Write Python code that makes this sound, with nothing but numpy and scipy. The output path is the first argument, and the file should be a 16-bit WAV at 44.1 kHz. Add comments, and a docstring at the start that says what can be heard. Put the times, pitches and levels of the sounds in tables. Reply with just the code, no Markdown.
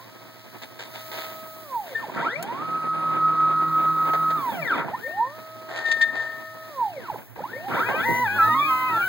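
"""Small wooden milling machine with three stepper motors, heard from a hand-held stereo camera.
X runs out and a resonance squeals; Y whines up, cruises and slows; X runs back amid more squeals, then makes
a short move out; finally Y and Z share a curved path. Motor tones are orders of the step rate, shaped by
resonances. The frame rings, rattles, shudders and judders; slides rub and scrape, X more so on a dry spot: all
shaped noise. Squeals are wavering tones near 1.8 kHz. Driver hiss and power-supply fan and hum run throughout."""
import sys
import numpy as np
from scipy import signal
from scipy.fft import rfft, irfft
from scipy.io import wavfile
from scipy.ndimage import uniform_filter1d

SR = 44100
rng = np.random.default_rng(int(sys.argv[2]) if len(sys.argv) > 2 else 0)


def output_pcm(signal):
    """Save a mono or channel-first signal as 16-bit PCM at the path in sys.argv[1].

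    Samples are clipped to [-1, 1] before scaling.
    """
    pcm = np.clip(np.atleast_2d(signal).T, -1, 1) * 32767
    wavfile.write(sys.argv[1], SR, np.round(pcm).astype(np.int16))


N = 400428
TIME, FREQS = np.arange(N) / SR, np.fft.rfftfreq(N, 1 / SR)


def amp(db):
    """Decibels to gain."""
    return 10 ** (np.asarray(db) / 20)


def unit(x):
    """Scales to rms 1."""
    return x / np.sqrt(np.mean(x ** 2) + 1e-20)


def together(*gains):
    """Gain of unrelated causes sounding at once: powers add."""
    return np.sqrt(sum(gain ** 2 for gain in gains))


def curve(rows):
    """Control curve at every sample, linear between rows."""
    return np.interp(TIME, *np.transpose(rows))


def read(points, hz):
    """Reads a spectrum on a log-frequency axis."""
    point_hz, value = np.transpose(points)
    return np.interp(np.log(hz + 1), np.log(point_hz + 1), value)


def drift(band_hz, times=TIME):
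    """Slow random signal of rms 1, limited to band_hz."""
    knots = signal.resample(rng.standard_normal(4096), 4096 * 8)
    return np.interp(times * band_hz * 16, np.arange(len(knots)), knots)


def noise():
    """White noise for each port."""
    return rng.standard_normal((2, N))


# lead of the right microphone port: freq_hz, lead_samples
PORT_LEAD = [(160, 10.6), (600, 1.1), (1300, 7.86), (1900, 3.8)]


def ports(turns, gain, hz):
    """A tone of rms gain at both ports, half the lead to each side."""
    half_rad = np.pi * hz * read(PORT_LEAD, hz) / SR
    phase_rad = 2 * np.pi * turns
    return np.sqrt(2) * gain * np.sin(np.array([phase_rad - half_rad, phase_rad + half_rad]))


# likeness of the two ports: freq_hz, coherence
PORT_COHERENCE = [(100, 0.96), (700, 0.6), (1300, 0.064), (2200, 0.046), (4000, 0.12)]


def coloured(pair, colour):
    """Two unrelated signals become one coloured stereo sound, alike at both ports in the bass."""
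    left, other = rfft(pair) * amp(read(colour, FREQS))
    same = np.clip(read(PORT_COHERENCE, FREQS), 0, 1)
    advance = np.exp(2j * np.pi * FREQS * read(PORT_LEAD, FREQS) / SR)
    right = (same * left + np.sqrt(1 - same ** 2) * other) * advance
    return unit(irfft([left, right], N))


TOP_RATE_HZ, ACCEL_HZ_PER_S = 1279, 2558  # full steps
# single moves: start_s, stop_s, direction
X_MOVES = [(-.39, 2.13, 1), (4.855, 7.19, -1), (7.355, 7.995, 1)]
Y_MOVES = [(2.135, 4.855, 1)]


def travel(moves):
    """Signed step rate of single moves: ramp up, cruise, ramp down."""
    rate_hz = np.zeros(N)
    for start_s, stop_s, direction in moves:
        ramp_s = np.minimum(TIME - start_s, stop_s - TIME)
        rate_hz += direction * np.clip(ACCEL_HZ_PER_S * ramp_s, 0, TOP_RATE_HZ)
    return rate_hz


# path stretches: start_s, feed_z_steps_per_s, y_motor_db, z_motor_db, rattle_db
PATH = [(7.68, 2130, -20, -34, -32), (7.84, 1676, -29, -23.5, -39.5), (8.01, 2240, -21, -21.5, -40),
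        (8.23, 1707, -27.5, -20, -42.5), (8.378, 1556, -15.5, -23, -40.5), (8.54, 1658, -20, -17.5, -47.5),
        (8.711, 1638, -19.5, -22, -50), (8.884, 1610, -22, -21, -38), (9.032, 1680, -26, -23.5, -50)]
# path direction: time_s, from_y_towards_z_deg
HEADING = [(7.83, 14.5), (8.01, 24), (8.23, 26.2), (8.39, 30.5), (8.54, 38.5), (8.71, 51.33),
           (8.885, 51.33), (9.09, 65.8)]
FEED_ACCEL_HZ_PER_S, Y_STEPS_PER_Z_STEP = 10700, .25  # feed in Z steps


def path_rates():
    """The feed ramps to each stretch's value; the heading shares it between Y and Z."""
    starts_s, feeds_hz = np.transpose(PATH)[:2]
    feed_hz = np.zeros(N)
    for start_s, change_hz in zip(starts_s, np.diff(feeds_hz, prepend=0)):
        ramp_hz = np.clip((TIME - start_s) * FEED_ACCEL_HZ_PER_S, 0, abs(change_hz))
        feed_hz += np.sign(change_hz) * ramp_hz
    heading_rad = np.radians(curve(HEADING))
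    return Y_STEPS_PER_Z_STEP * feed_hz * np.cos(heading_rad), feed_hz * np.sin(heading_rad)


def path_loads(blend_s=0.1):
    """Y motor, Z motor and rattle levels, held through each stretch and blended between."""
    starts_s, _, *levels_db = np.transpose(PATH)
    stretch = np.maximum(np.searchsorted(starts_s, TIME) - 1, 0)
    return uniform_filter1d(np.array(levels_db)[:, stretch], round(blend_s * SR))


def motor(hz, level_db, orders, body, waver_db, jitter_turns, ripple_db=6.0, inertia_db=14,
          chatter_db=1, chatter_hz=400, grind_db=11.0):
    """Orders of the step rate, each as loud as the frame responds at its present frequency."""
    on = hz > 0
    rate_hz, on_s = hz[on], TIME[on]
    # the rotor hunts around its commanded position
    turns = (np.cumsum(hz) / SR + jitter_turns * drift(70))[on]
    slow = np.exp(-rate_hz / chatter_hz)
    gain = (amp(level_db) * np.clip(hz / 90, 0, 1))[on]
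    gain = gain * amp(chatter_db * slow * drift(55)[on])  # slow steps come unevenly
    # dense high modes make the glides uneven
    grid_hz = np.arange(0, SR / 2, 110)
    ripple = ripple_db * rng.standard_normal(len(grid_hz)) * (grid_hz > 2100)
    tones = np.zeros((2, len(turns)))
    for order, order_db in orders:
        order = round(order * 64) / 64 if order < 2 else round(order)
        tone_hz = order * rate_hz
        response_db = read(body, tone_hz) + np.interp(tone_hz, grid_hz, ripple)
        response_db += waver_db * drift(9, on_s) + grind_db * slow * drift(80, on_s)
        # at speed the rotor's inertia evens out the cogging
        smoothing_db = inertia_db * (order > 3) * np.clip((rate_hz - 560) / 400, 0, 1)
        order_gain = gain * amp(order_db + response_db - smoothing_db)
        tones += ports(order * turns + rng.random(), order_gain, tone_hz)
    whole = np.zeros((2, N))
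    whole[:, on] = tones
    return whole


# level as the camera passes the motor: time_s, level_db
Y_LEVEL = [(2.2, -21.5), (2.5, -25.5), (2.8, -26.5), (3.13, -20.5), (3.45, -17.5), (4, -19), (4.35, -19.5),
           (4.72, -20)]
# vibration: step_rate_multiple, relative_db
Y_ORDERS = [(.125, 0), (.25, 0), (1, -1.5), (2, -20), (3, -17), (4, -1), (6, -17), (8, -6), (12, -7.5),
            (16, -10), (20, -10)]
# frame radiation: freq_hz, response_db
Y_BODY = [(60, -39), (160, -9.5), (250, -21), (320, -18.5), (420, -21), (490, -14), (680, -8.5), (850, -14),
          (980, -7), (1160, -7.5), (1310, 2.5), (1550, -5.5), (2000, -6), (2500, -17.5), (3500, -17),
          (4100, -17), (5500, -35)]


def y_motor(hz, on_path, path_db):
    """Y stepper: orders levelled by the camera on single moves, by the stretch on the path."""
    level_db = np.where(on_path, path_db, curve(Y_LEVEL))
    return motor(hz, level_db, Y_ORDERS, Y_BODY, waver_db=1.6, jitter_turns=0.0057,
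                 chatter_db=1.5, grind_db=1.5, inertia_db=15)


# level as the camera passes the motor: time_s, level_db
X_LEVEL = [(0, -44), (.12, -37), (.7, -37.5), (.85, -35), (1.2, -23.5), (1.75, -30), (5.2, -26), (7.5, -26)]
# vibration and cogging: step_rate_multiple, relative_db
X_ORDERS = [(.25, -1.5), (.5, 0), (1, 7)]
X_COGGING = [(4, 8), (8, 1), (12, -1)]
# radiation of frame and motor mount: freq_hz, response_db
X_BODY = [(120, -17), (300, -29), (430, -26), (540, -12), (690, -19), (800, -12.5), (915, 3), (1020, -8),
          (1150, -26.5), (1290, -23.5)]
X_MOUNT = [(250, -27), (550, -13), (750, -19), (910, -6), (1130, -24), (1400, -22), (1900, -28),
           (3600, -33), (5000, -47)]


def x_motor(hz):
    """X stepper: low orders leave through the frame, cogging through the mount."""
    level_db = curve(X_LEVEL)
    low_orders = motor(hz, level_db, X_ORDERS, X_BODY, waver_db=-0.6, jitter_turns=.004)
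    cogging = motor(hz, level_db, X_COGGING, X_MOUNT, waver_db=-1.0, jitter_turns=0.0034, grind_db=6.5)
    return low_orders + cogging


# vibration: step_rate_multiple, relative_db
Z_ORDERS = [(.125, -9.5), (.25, -8), (.5, -16.5), (1, 3.5), (2, -0.5), (3, -6), (4, -1.5), (5, 1.5)]
# frame radiation: freq_hz, response_db
Z_BODY = [(70, -23), (110, 9), (170, -15.5), (240, -1), (330, -10), (550, -19.5), (640, -11), (720, -37),
          (820, -14), (960, -6), (1090, -7), (1145, -6), (1200, -11), (1380, 0.5), (1500, -5), (1640, -5),
          (1950, -8), (2400, -16.5), (3800, -21), (6000, -48)]


def z_motor(hz, level_db):
    """Z stepper: orders of its step rate through its own frame response."""
    return motor(hz, level_db, Z_ORDERS, Z_BODY, waver_db=2, jitter_turns=0.0077, grind_db=5, inertia_db=8)


def resonance(hz, width_hz):
    """Frequency response of one mode, gain 1 at its centre."""
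    return 1 / (1 + 2j * (FREQS - hz) / width_hz)


# side tones near top speed: step_rate_multiple, relative_db
Y_SIDE_TONES = [(.75, -28), (.781, -34), (.844, -27.5), (.875, -22), (1.078, -21), (1.25, -35), (1.5, -31)]
# drive resonance just above the top rate: centre_hz, width_hz, relative_db
Y_DRIVE_MODE = (1303, 89, -15)


def cruise_buzz(hz, reach_hz=210, waver_db=2):
    """Near top speed the Y rotor swings: side tones join; uneven steps stir the drive's resonance."""
    on = hz > 0
    centre_hz, width_hz, ring_db = Y_DRIVE_MODE
    stirred = rfft(rng.standard_normal(N)) * resonance(centre_hz, width_hz) ** 2
    half_rad = np.pi * FREQS * read(PORT_LEAD, FREQS) / SR
    buzz = amp(ring_db) * unit(irfft(stirred * np.exp(1j * np.array([-half_rad, half_rad])), N))
    turns = np.cumsum(hz[on]) / SR
    for order, tone_db in Y_SIDE_TONES:
        order = round(order * 64) / 64
        gain = amp(tone_db + waver_db * drift(9, TIME[on]))
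        buzz[:, on] += ports(order * turns + rng.random(), gain, order * hz[on])
    near_top = np.exp(-((hz - TOP_RATE_HZ) / reach_hz) ** 2)
    return buzz * amp(curve(Y_LEVEL)) * near_top


# ringing modes: centre_hz, width_hz, relative_db
FRAME_MODES = [(366, 13, -1.5), (674, 14, 1), (938, 49, 1.5), (1078, 13, 1.5), (1387, 38, -5.5),
               (1576, 65, -0.5), (1994, 8.3, -2.5), (3690, 47, -2)]


def frame(x):
    """The frame's modes ring along with what shakes it and beat against passing glides."""
    ringing = sum(amp(db) * resonance(hz, width_hz) for hz, width_hz, db in FRAME_MODES)
    return irfft(rfft(x) * (1 + ringing), N)


def room(x, t60_s=0.24):
    """Sparse reflections that die quickly, as in a small workshop."""
    age_s = np.arange(SR // 2) / SR
    shape = (2, len(age_s))
    sparse = rng.standard_normal(shape) * (rng.random(shape) < 2000 / SR)
    taps = sparse * (age_s > .003) * amp(-60 * age_s / t60_s)
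    taps = taps + .5 * taps[::-1]
    return signal.fftconvolve(x, taps / np.linalg.norm(taps[0]), axes=1)[:, :N]


def panels(x, hz, share=.6, slow_hz=900, t60_s=.09):
    """Speed changes rack the frame: dense panel modes ring, breaking up and blurring the sweeps."""
    strain = np.clip(abs(np.gradient(hz)) * SR / ACCEL_HZ_PER_S, 0, 1) * np.exp(-(hz / slow_hz) ** 4)
    wet = np.clip(share * uniform_filter1d(strain, size=900), 0, 1)
    return np.sqrt(1 - wet ** 2) * x + room(wet * x, t60_s)


# squeals of a resonance: peak_s, level_db, rise_s, fade_db_per_s, pitch_hz
SQUEALS = [(1.959, -22.5, .008, 230, 1797), (4.947, -36, .01, 306, 1819), (5.045, -26.5, .01, 70, 1819),
           (5.875, -22.5, .025, 34, 1813), (5.8, -31, .06, 60, 1819), (5.923, -20, .007, 500, 1822),
           (6.014, -15, .004, 230, 1815), (6.175, -26.5, .0097, 111, 1809), (7.535, -31, .0032, 110, 1820)]
SQUEAL_OCTAVE_DB = -13  # against the tone, at the loudest squeal


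def squeal(wander_hz=4, flutter_db=2.95, octave_flutter_db=4):
    """A resonance near 1.8 kHz rings out, at each squeal's own pitch, as X's motor tones sweep past it
    or the slide catches; hard squeals burst into the octave."""
    gains = []
    for peak_s, level_db, rise_s, fade_db_per_s, _ in SQUEALS:
        fade = amp(level_db - fade_db_per_s * np.maximum(TIME - peak_s, 0))
        gains.append(fade * np.exp(-(np.minimum(TIME - peak_s, 0) / rise_s) ** 2))
    gains = np.array(gains)
    pitches_hz = np.transpose(SQUEALS)[-1][:, None] * np.ones(N)
    hz = np.average(pitches_hz, axis=0, weights=gains + 1e-12)
    turns = np.cumsum(hz + wander_hz * drift(45)) / SR
    strength = gains.sum(0)
    gain = strength * amp(flutter_db * drift(40))
    octave = gain * strength / strength.max() * amp(SQUEAL_OCTAVE_DB + octave_flutter_db * drift(50))
    return ports(turns, gain, hz) + ports(2 * turns, octave, 2 * hz)


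def shudder(hz, cruise_db, slow_db, slow_hz, settle_s=0.052):
    """A motor shakes the frame most when steps are slow and separate; it settles after a stop."""
    drive = np.clip(hz / 12, 1e-4, 1) * amp(cruise_db + slow_db * np.exp(-hz / slow_hz))
    fall = TIME / settle_s
    return np.exp(np.maximum.accumulate(np.log(drive) + fall) - fall)


RATTLE_REST_DB, RATTLE_X_DB, RATTLE_Y_DB, RATTLE_DRY_DB = -44.5, -40.5, -38.5, -46


def frame_shake(x_hz, y_hz, on_path, path_rattle_db, dry_spot):
    """Rattle drive: rest level, dry spot and the shudder of X and Y."""
    x_shake = shudder(x_hz, RATTLE_X_DB, slow_db=7.5, slow_hz=533)
    y_cruise_db = np.where(on_path, path_rattle_db, RATTLE_Y_DB)
    y_shake = shudder(y_hz, y_cruise_db, slow_db=10.5, slow_hz=470)
    return together(amp(RATTLE_REST_DB), amp(RATTLE_DRY_DB) * dry_spot, x_shake, y_shake)


# rattle spectrum: freq_hz, relative_db
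RATTLE_COLOUR = [(40, -26), (80, 2), (250, 8.5), (400, 1.5), (650, -1.5), (950, -4), (1350, -8.5),
                 (2000, -10.5), (2400, -8.5), (6000, -36.5), (16000, -42.5)]


def rattle(y_hz, shake, spread_db=3, ring_s=0.01, wash=0.42, throb_db=2.5):
    """Loose parts tap about once in eight steps of the heavy Y axis, and at random besides."""
    beats = np.cumsum(y_hz) / SR / 8 + .08 * drift(60)
    step_taps = (np.diff(np.floor(beats), prepend=0) > 0) * (y_hz > 0)
    taps = step_taps | (rng.random(N) < 130 / SR)  # 130 random taps per second
    sizes = taps * amp(spread_db * np.clip(rng.standard_normal(N), -2, 2))
    bursts = unit(signal.lfilter([1], [1, -np.exp(-1 / (ring_s * SR))], sizes))
    moving = np.clip(y_hz / 200, .35, 1)
    clatter = coloured(noise() * (wash + moving * bursts), RATTLE_COLOUR)
    return clatter * shake * amp(throb_db * drift(13))


# rub spectrum: freq_hz, relative_db
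RUB_COLOUR = [(500, -31), (1800, 2.5), (2700, -4), (3400, -3.5), (4100, -1), (5200, -7), (7000, -13.5),
              (16000, -20.5)]
RUB_X_DB, RUB_Y_DB, RUB_Z_DB, RUB_DRY_DB = -49, -48, -49, -44  # axes at TOP_RATE_HZ


def slides(x_hz, y_hz, z_hz, dry_spot, grain_db=1.5, speed_power=0.098):
    """Ball slides rub with a fine grain, louder with speed and on the dry spot."""
    axes = [(x_hz, RUB_X_DB), (y_hz, RUB_Y_DB), (z_hz, RUB_Z_DB)]
    gains = [amp(db) * (hz / TOP_RATE_HZ) ** speed_power for hz, db in axes]
    rub = coloured(noise() * amp(grain_db * drift(160)), RUB_COLOUR)
    return rub * together(*gains, amp(RUB_DRY_DB) * dry_spot)


# catches: start_s, length_s, dull_db, bright_db
SCRAPES = [(0.617, 0.032, -37.5, -35), (0.789, 0.064, -37, -34), (0.937, 0.066, -38, -37),
           (1.114, 0.097, -35, -36), (1.17, 0.19, -42, -38), (1.86, 0.4, -43, -46), (2.139, 0.16, -40, -48),
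           (4.132, 0.031, -21.5, -37), (4.301, 0.022, -26.5, -36), (4.839, 0.064, -32.5, -63),
           (5.686, 0.28, -34.5, -43.5), (5.756, 0.048, -35, -34.5), (5.85, 0.079, -45.5, -37),
           (5.913, 0.013, -43, -19), (6.01, 0.024, -39.5, -23.5), (6.152, 0.016, -30.5, -38),
           (6.165, 0.17, -38.5, -42.5), (7.359, 0.014, -33.5, -59), (7.884, 0.048, -24, -44)]
# spectra of the two parts: freq_hz, relative_db
DULL_COLOUR = [(50, -23), (180, -17), (400, 6.5), (750, 5), (1200, -2.5), (1900, 3), (2600, -16),
               (8000, -44)]
BRIGHT_COLOUR = [(1000, -22), (2000, 4.5), (3700, 2.5), (4400, 0.5), (5500, -9), (7000, -8.5), (16000, -41)]
# one sharp click: time_s, level_db
SNAP = (2.4265, -23)


def scrapes(grain_db=3, snap_s=0.006, attack_s=0.0043):
    """Short gritty catches with a dull and a bright part, and one sharp click."""
    dull, bright = np.zeros((2, N))
    for start_s, length_s, dull_db, bright_db in SCRAPES:
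        age_s = np.maximum(TIME - start_s, 0)
        shape = np.minimum(age_s / attack_s, 1) * np.exp(-(age_s / length_s) ** 2)
        dull += amp(dull_db) * shape
        bright += amp(bright_db) * shape
    grit = amp(grain_db * drift(200))
    click_s, click_db = SNAP
    snap = amp(click_db) * (TIME >= click_s) * np.exp(-abs(TIME - click_s) / snap_s) * noise()
    dull_part = dull * coloured(noise() * grit, DULL_COLOUR)
    bright_part = bright * coloured(noise() * grit, BRIGHT_COLOUR)
    return dull_part + bright_part + snap


# judders as an axis changes speed: start_s, length_s, level_db
JUDDERS = [(2.157, 0.066, -23.5), (4.838, 0.04, -24), (8.083, 0.046, -15)]
# judder spectrum: freq_hz, relative_db
JUDDER_COLOUR = [(60, -34), (130, 15), (300, 6.5), (600, -1), (1000, -10), (4000, -57)]


def judders(attack_s=0.0064, grain_db=3):
    """Short, lumpy rumbles of the whole frame."""
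    gain = np.zeros(N)
    for start_s, length_s, level_db in JUDDERS:
        age_s = np.maximum(TIME - start_s, 0)
        gain += amp(level_db) * np.minimum(age_s / attack_s, 1) * np.exp(-(age_s / length_s) ** 2)
    return gain * coloured(noise() * amp(grain_db * drift(90)), JUDDER_COLOUR)


# driver hiss as the camera moves about: time_s, level_before_hiss_db
HISS_LEVEL = [(0, -54), (.72, -52), (.95, -43), (1.9, -46.5), (2.3, -57), (3.5, -54.5), (3.8, -50),
              (4.55, -43), (4.95, -53), (6.15, -55.5), (6.9, -49), (7.55, -54), (7.8, -41.5), (9, -39.5)]
# hiss spectrum: freq_hz, relative_db
HISS_COLOUR = [(7000, -15), (11500, -14.5), (12800, -6.5), (14800, -6.5), (15700, 1)]
# whistles while an axis cruises: start_s, end_s, pitch_hz, level_db
WHISTLES = [(2.63, 4.36, 9911, -65), (5.35, 6.69, 15000, -62)]


def motor_drivers(hiss_db=7.0, flicker_db=2):
    """Driver electronics: flickering high hiss and fine gated whistles."""
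    out = coloured(noise(), HISS_COLOUR) * amp(hiss_db + curve(HISS_LEVEL) + flicker_db * drift(3.4))
    for start_s, end_s, hz, level_db in WHISTLES:
        gate = np.clip(np.minimum(TIME - start_s, end_s - TIME) / .02, 0, 1)
        out += ports(hz * TIME, gate * amp(level_db + 2 * drift(5.2)), hz)
    return out


# fan air spectrum: freq_hz, relative_db
FAN_COLOUR = [(70, -6.5), (115, 23.5), (170, -15), (260, -4), (500, -34), (950, -27), (1800, -12.5),
              (8000, -46.5), (16000, -23.5)]
# fan level: time_s, level_db
FAN_LEVEL = [(0, -48), (6.3, -45.5), (7.3, -38.5), (9, -34)]
# hum: pitch_hz, level_db
HUM = [(119, -43.5)]


def power_supply(hum_wander_turns=0.048):
    """Fan air as coloured noise; hum as a tone of wandering phase and level."""
    out = amp(curve(FAN_LEVEL)) * coloured(noise(), FAN_COLOUR)
    for hz, level_db in HUM:
        out += ports(hz * TIME + hum_wander_turns * drift(30), amp(level_db + 2 * drift(1.0)), hz)
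    return out


DRY_AT_STEPS, DRY_WIDTH_STEPS = 1304, 190  # dry spot on the X slide, from its position at 0 s


def scene():
    """Three step rates drive the motor tones, the frame's rattle and the slides' rubbing."""
    x_velocity_hz = travel(X_MOVES)
    y_path_hz, z_hz = path_rates()
    y_move_hz = abs(travel(Y_MOVES))
    x_hz, y_hz = abs(x_velocity_hz), y_move_hz + y_path_hz
    y_path_db, z_db, path_rattle_db = path_loads()
    on_path = y_path_hz > 0
    x_steps = np.cumsum(x_velocity_hz) / SR
    dry_spot = np.exp(-((x_steps - DRY_AT_STEPS) / DRY_WIDTH_STEPS) ** 2)

    tones = frame(panels(y_motor(y_hz, on_path, y_path_db), y_hz)) + cruise_buzz(y_move_hz)
    tones += x_motor(x_hz) + z_motor(z_hz, z_db) + squeal()
    echoes = amp(-14) * room(tones)
    shake = frame_shake(x_hz, y_hz, on_path, path_rattle_db, dry_spot)
    friction = slides(x_hz, y_hz, z_hz, dry_spot) + amp(-0.5) * frame(scrapes())
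    knocks = frame(rattle(y_hz, shake)) + judders()
    return tones + echoes + knocks + friction + motor_drivers() + power_supply()


EDGE_HZ = 15850


def record(dry):
    """The camera widens stereo by subtracting the other port, delayed; then bass cut and band limit."""
    late = np.pad(dry[::-1], ((0, 0), (16, 0)))[:, :N]  # 16 samples
    bass_cut = signal.butter(3, 85, "highpass", fs=SR, output="sos")
    wide = signal.sosfilt(bass_cut, (dry - late) / 2)
    band_limit = signal.firwin(511, EDGE_HZ, window=("kaiser", 9), fs=SR)
    return signal.oaconvolve(wide, band_limit[None], "same")


dry = scene()
out = record(dry)
output_pcm(out)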